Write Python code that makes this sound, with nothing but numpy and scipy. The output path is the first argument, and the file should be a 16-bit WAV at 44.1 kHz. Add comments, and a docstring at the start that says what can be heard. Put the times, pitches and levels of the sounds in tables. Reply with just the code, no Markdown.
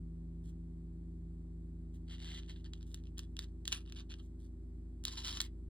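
"""A small room, with hands close to a two-port microphone turning a necklace of glass seed beads.
Knocks are noise-edged impulses through a short bead ring; rustles, and the drag over a cloth, are swarms of
tiny contacts through similar rings. Sparse, quickly dying echoes answer both.
In the background two motors hum as sums of sines, one steady and one ending slower than it began,
over shaped noise for moving air and hiss. A low noise bump marks the second hand taking hold."""
import sys
import numpy as np
from scipy import signal
from scipy.fft import rfft, irfft
from scipy.io import wavfile
from scipy.ndimage import uniform_filter1d

SR = 44100
rng = np.random.default_rng(int(sys.argv[2]) if len(sys.argv) > 2 else 0)


def dump_mix(stems):
    """Bounce the given channels to the path in sys.argv[1] as a 16-bit WAV at rate SR."""
    frames = np.atleast_2d(stems).T  # one column per channel
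    limited = np.clip(frames, -1, 1)  # hard clip at full scale
    pcm = np.round(limited * 32767).astype(np.int16)
    wavfile.write(sys.argv[1], SR, pcm)


N = 250929
TIME = np.arange(N) / SR

# beads knocking together:
# (time [s], level before the snap's own gain [dB], extra treble [dB], ring [Hz])
CLICKS = [(2.4338, -53, -23, 3280), (2.4985, -48, -40, 4100), (2.5617, -52, -38, 3650),
          (2.6449, -51.5, -11, 3870), (2.7355, -41, -11, 3700), (2.829, -53.5, -6, 3750),
          (2.917, -62, -7, 3650), (2.9447, -42, 6, 3690), (3.0387, -61.5, -3, 3600),
          (3.182, -46.5, 9.5, 3650), (3.193, -37.5, 2, 3580), (3.368, -45, 1, 3420),
          (3.3919, -30.5, -5.5, 3830), (3.443, -49, -13, 4280), (3.655, -38.5, -5.5, 3800),
          (3.6785, -28.5, 0.5, 3650), (3.7214, -33, -4, 3450), (3.7263, -25.5, -3, 3470),
          (3.8987, -54, -5, 3650), (3.9238, -42, -5.5, 3330), (4.1407, -44, -12, 3500),
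          (5.0396, -47.5, 7.5, 3450), (5.0528, -29.5, 3.5, 3790), (5.082, -32.5, -12, 4140),
          (5.156, -56, -3, 3900), (5.372, -35.5, -15, 3750), (5.4042, -23.5, -6.5, 3900),
          (5.4153, -35, 9.5, 3700)]
TYPICAL_RING_HZ = 3650  # the ring for which both contact colours are given


def gain_of(db):
    """Decibels to amplitude."""
    return 10 ** (np.asarray(db) / 20)


def evened(x):
    """Scales to rms 1."""
    return x / np.sqrt(np.mean(x ** 2) + 1e-20)


def read(points, hz):
    """Reads a table on a log-frequency axis."""
    f, value = np.transpose(points)
    return np.interp(np.log(hz + 1), np.log(f + 1), value)


def add(mix, s, sound):
    """Mixes a sound in at time s."""
    part = mix[max(round(s * SR), 0):][:len(sound)]
    part += sound[:len(part)]


def wander(rate):
    """Random drift of rms 1: noise whose spectrum falls steeply above rate [Hz]."""
    f = np.fft.rfftfreq(N, 1 / SR)
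    return evened(irfft(rfft(rng.standard_normal(N)) / (1 + (f / rate) ** 4), N))


def partial(turns, db, waver_db):
    """One motor line: a sine following the turns, wavering slightly in level and phase."""
    phase_drift = waver_db * np.log(10) / 20 * wander(0.67)
    level = gain_of(db + waver_db * wander(1.6))
    return np.sqrt(2) * level * np.sin(2 * np.pi * (turns + rng.random()) + phase_drift)


def hum():
    """Two motors as multiples of their speeds; the slowing one slides off a room resonance, so its boom fades."""
    steady_hz = 54.83
    # steady motor: (multiple of its speed, level [dB])
    steady_orders = [(1, -48), (6, -65), (7, -69.5)]
    # speed of the slowing motor: (time [s], speed [Hz])
    slowing_speed = [(0, 83), (1, 83.5), (3, 82.5), (5.7, 82)]
    # slowing motor without its boom: (multiple of its speed, level [dB])
    slowing_orders = [(1, -55.5), (1.5, -67), (2.251, -68), (3, -63), (3.75, -73.5)]
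    # booming second partial of the slowing motor: (time [s], level [dB])
    boom_levels = [(0, -51), (1, -52.5), (2.5, -56.5), (4, -62), (5.7, -64.5)]

    turns = np.cumsum(np.interp(TIME, *np.transpose(slowing_speed))) / SR
    steady = sum(partial(k * steady_hz * TIME, db, waver_db=.3) for k, db in steady_orders)
    slowing = sum(partial(k * turns, db, waver_db=.7) for k, db in slowing_orders)
    boom = partial(2 * turns, np.interp(TIME, *np.transpose(boom_levels)), waver_db=.3)
    return steady + slowing + boom


def air(air_db=-61):
    """Low rush of moving air under a faint hiss: shaped noise, partly alike at both ports."""
    # room air and microphone hiss: (frequency [Hz], relative density [dB])
    air_colour = [(20, -28), (45, 2), (70, 5), (110, -0.5), (200, -4), (260, 0), (340, -5.5), (430, -16),
                  (600, -20.5), (1000, -28), (2200, -38.5), (5000, -41.5), (7800, -39), (11000, -48),
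                  (15000, -51.5)]
    # how alike the two ports are: (frequency [Hz], left-right likeness [0 to 1])
    air_likeness = [(60, 1.0), (290, 0.87), (640, 0.14), (1400, 0.12), (3000, 0.89), (8000, 0.95),
                    (15000, 0.34)]

    hz = np.fft.rfftfreq(N, 1 / SR)
    left, other = rfft(rng.standard_normal((2, N)))
    same = np.clip(read(air_likeness, hz), -1, 1)
    right = same * left + np.sqrt(1 - same ** 2) * other
    rush = irfft(np.array([left, right]) * gain_of(read(air_colour, hz)), N)
    return gain_of(air_db) * evened(rush)


def finger_bump(db=-54):
    """A soft low bump as the second hand takes hold: a swell of band-limited noise."""
    middle_s, length_s = .465, .08
    out, size = np.zeros(N), int(length_s * SR)
    band = signal.butter(3, [55, 135], "bandpass", fs=SR, output="sos")
    push = signal.sosfilt(band, rng.standard_normal(SR))
    add(out, middle_s - length_s / 2, gain_of(db) * evened(push[-size:] * np.hanning(size)))
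    return out


def contact(colour, treble_db, ring_hz, ring_db, uneven_db, ring_width_hz=260, shelf_hz=6200, size=1024):
    """The brief ring of one contact; a heavier clump of beads rings lower, and its whole colour sinks with it."""
    hz = np.fft.rfftfreq(size, 1 / SR)
    bumps = evened(uniform_filter1d(rng.standard_normal(len(hz)), size=11))
    ring = 1 / (1 + ((hz - ring_hz) / ring_width_hz) ** 2)
    colour_db = read(colour, hz * TYPICAL_RING_HZ / ring_hz)
    gain = evened(gain_of(colour_db + uneven_db * bumps + ring_db * ring))
    gain = gain * gain_of(treble_db * hz ** 6 / (hz ** 6 + shelf_hz ** 6))
    # minimum phase: sharp start, short ring
    log_gain = np.log(np.r_[gain, gain[-2:0:-1]])
    return np.fft.ifft(np.exp(np.conj(signal.hilbert(log_gain)))).real


def slide(levels, treble_db, ring_hz, slips, least_per_s=210, uneven_db=4.5, ring_db=1, count=4):
    """A swarm of tiny contacts on a few beads, bunched by stick and slip; now and then one bead catches."""
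    # colour of sliding beads at the typical ring: (frequency [Hz], relative level [dB])
    rub_colour = [(200, -42.5), (600, -18.5), (1000, -11.5), (1800, -5), (2300, -13), (3000, 5),
                  (3900, 0.5), (5000, -5.5), (6500, -8), (9000, -17.5), (12000, -18), (16000, -31)]
    rise_s, fall_s, margin_s = 0.0025, 0.003, .04  # soft edges, and the space left around them
    light_db, firm_db, firm_per_s = -73.5, -51, 3500  # contacts thicken from least_per_s to firm_per_s
    spread_db = 4.2  # scatter of contact strength
    catches_per_s, catch_db, catch_s = 55, 3.5, .002  # catch_s sets the weight of each one-sample tick
    ring_spread = .04  # beads differ in ring by up to this share

    start, end = levels[0][0], levels[-1][0]
    t = TIME[(TIME > start - margin_s) & (TIME < end + margin_s)]
    level_db = np.interp(t, *np.transpose(levels))
    swell = (1 + np.tanh((t - start) / (2 * rise_s))) / 2
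    release = (1 + np.tanh((end - t) / (2 * fall_s))) / 2
    pressure = swell * release

    per_s = np.exp(np.interp(level_db, [light_db, firm_db], np.log([least_per_s, firm_per_s])))
    chance, weight, catch = rng.random((3, count, SR))[:, :, :len(t)]
    strengths = gain_of(spread_db * np.minimum(-np.log(weight), 4))
    # fewer contacts are each stronger, so density leaves the level alone
    swarm = strengths * (chance < per_s / count / SR) / np.sqrt(per_s)
    rustle = evened(swarm * np.interp(t, TIME, slips)) / np.sqrt(count)
    catches = gain_of(catch_db) * (catch < catches_per_s / count / SR) * np.sqrt(catch_s * SR)
    force = (rustle + catches) * pressure * gain_of(level_db)

    rings = ring_hz * (1 + ring_spread * (2 * rng.random(count) - 1))
    beads = [signal.fftconvolve(bead, contact(rub_colour, treble_db, hz, ring_db, uneven_db))
             for bead, hz in zip(force, rings)]
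    return t[0], sum(beads)


def rubs():
    """Three long slides, short shuffles of the beads, the brighter brush of skin, and the shiver after each click."""
    # fingertips brushing over the beads: (start [s], end [s], level [dB])
    brushes = [(0.439, 0.508, -79), (1.939, 1.971, -78.5), (2.863, 2.929, -77), (4.218, 4.273, -83),
               (4.392, 4.469, -81)]
    # the necklace runs through the fingers: (time [s], level [dB])
    pull = [(2.07, -76.5), (2.102, -58.5), (2.142, -54.5), (2.174, -70), (2.218, -56.5), (2.394, -53.5),
            (2.408, -71.5), (2.474, -72.5), (2.496, -53), (2.556, -73), (2.564, -66), (2.62, -87)]
    # beads shifting against each other: (start [s], end [s], level [dB])
    shuffles = [(2.643, 2.667, -65), (2.803, 2.842, -75), (3.048, 3.092, -76.5), (3.175, 3.189, -58),
                (3.851, 3.913, -67.5), (3.961, 4.011, -56.5), (4.097, 4.128, -57), (4.193, 4.2, -55.5)]
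    # the necklace is shaken straight: (time [s], level [dB])
    flick = [(3.705, -62.5), (3.728, -43.5), (3.78, -61.5), (3.83, -74)]
    # the necklace is dragged over the cloth: (time [s], level [dB])
    drag = [(5.06, -56), (5.082, -46.5), (5.096, -66), (5.128, -50.5), (5.164, -60.5), (5.176, -44.5),
            (5.226, -58), (5.264, -42.5), (5.364, -52), (5.372, -45.5), (5.39, -51)]
    brush_per_s = 3700  # skin touches densely however light the stroke
    shiver_db, shiver_s, shiver_treble_db = -34, 0.057, 2.5  # level is relative to the click's table level

    out, slips = np.zeros(N), gain_of(1.3 * wander(160))
    add(out, *slide(pull, treble_db=-5, ring_hz=3720, slips=slips, count=6))
    add(out, *slide(flick, treble_db=5, ring_hz=3450, slips=slips, count=6))
    add(out, *slide(drag, treble_db=2, ring_hz=3660, slips=slips, count=6))
    for start, end, db in shuffles:
        add(out, *slide([(start, db), (end, db)], treble_db=-3.5, ring_hz=3580, slips=slips))
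    for start, end, db in brushes:
        stroke = [(start, db), (end, db)]
        add(out, *slide(stroke, treble_db=13.5, ring_hz=3900, slips=slips, least_per_s=brush_per_s))
    # the neighbours shiver after each click
    for s, db, _, ring_hz in CLICKS:
        shiver = [(s, db + shiver_db), (s + shiver_s, db + shiver_db)]
        add(out, *slide(shiver, shiver_treble_db, ring_hz, slips, ring_db=-2.0))
    return out


def room(x, room_db=-9, first_s=0.0044, taps_per_s=4000):
    """Sparse reflections of a small room, partly different at each port, the treble dying first."""
    # time to fall by 60 dB: (frequency [Hz], time [s])
    room_t60 = [(500, 0.17), (3500, 0.093), (8000, 0.079), (15000, 0.077)]

    size = SR // 2
    sparse = rng.standard_normal((3, size)) * (rng.random((3, size)) < taps_per_s / SR)
    taps = sparse * (TIME[:size] > first_s)
    # a shared set of reflections plus one set for each port
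    hz, t, z = signal.stft(taps[0] + .9 * taps[1:], SR, nperseg=256)
    decay = gain_of(-60 * t / read(room_t60, hz)[:, None])
    tail = signal.istft(z * decay, SR, nperseg=256)[1]
    return gain_of(room_db) * signal.fftconvolve(x[None], tail / np.linalg.norm(tail[0]), axes=1)[:, :N]


def snap(db, treble_db, ring_hz, click_db=17, uneven_db=-0.16, ring_db=2, chatter_db=-7,
         slip_s=0.0011, settle_s=0.0026, size=300):
    """A bead slips for an instant, snaps against its neighbour, and chatters as it settles: (lead-in [s], sound)."""
    # colour of one bead contact at the typical ring: (frequency [Hz], relative level [dB])
    click_colour = [(200, -42.5), (600, -22), (1000, -16), (1800, -8), (2300, -17), (3000, 2.5), (3900, 1),
                    (5000, -6), (6500, -2), (9000, -14), (12000, -13), (16000, -22)]

    t = np.arange(-size, size) / SR
    chatter = rng.standard_normal(len(t)) * np.exp(-abs(t) / np.where(t < 0, slip_s, settle_s))
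    force = gain_of(chatter_db) * chatter / np.linalg.norm(chatter) + (t == 0)
    ring = contact(click_colour, treble_db, ring_hz, ring_db, uneven_db)
    return -t[0], gain_of(click_db + db) * np.convolve(force, ring)


def clicks(lead_s=.0002):
    """Every knock snaps once; the hardest bounce and snap again."""
    hard_db = -26.5  # a click above this table level bounces once
    bounce_s, bounce_db = 0.0027, -4.5  # delay, and level relative to the first snap
    out = np.zeros(N)
    bounces = [(s + bounce_s, db + bounce_db, treble_db, ring_hz)
               for s, db, treble_db, ring_hz in CLICKS if db > hard_db]
    for s, db, treble_db, ring_hz in CLICKS + bounces:
        lead_in_s, click = snap(db, treble_db, ring_hz)
        add(out, s - lead_s - lead_in_s, click)
    return out


def scene():
    """Beads near the microphone, their room, and the background."""
    knocks, rustle = clicks(), rubs()
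    near = knocks + rustle
    echoes = room(knocks, room_db=-14.0) + room(rustle, room_db=-8)
    return near + echoes + finger_bump() + hum() + air()


def record(dry):
    """The two channels differ in phase across the spectrum; then the band limit."""
    # phase between the channels: (frequency [Hz], lead of the left channel [rad])
    channel_phase = [(0, 0), (600, -0.6), (1980, 0.1), (2760, 2.5), (3620, 0.9), (4390, 0.6), (5680, 3.0),
                     (6200, 3.3), (8700, 6.2), (9560, 6.6), (11800, 9.2), (13400, 9.9), (14600, 12.1),
                     (16500, 12.8)]
    edge_hz = 16100

    hz = np.fft.rfftfreq(N, 1 / SR)
    lead = np.interp(hz, *np.transpose(channel_phase))
    soft_ends = signal.windows.tukey(N, .002)
    # each channel takes half of the phase difference
    channels = irfft(rfft(dry * soft_ends) * np.exp(.5j * np.array([lead, -lead])), N)
    low_pass = signal.firwin(255, edge_hz, window=("kaiser", 9), fs=SR)
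    return signal.oaconvolve(channels, low_pass[None], "same")


dry = scene()
out = record(dry)
dump_mix(out)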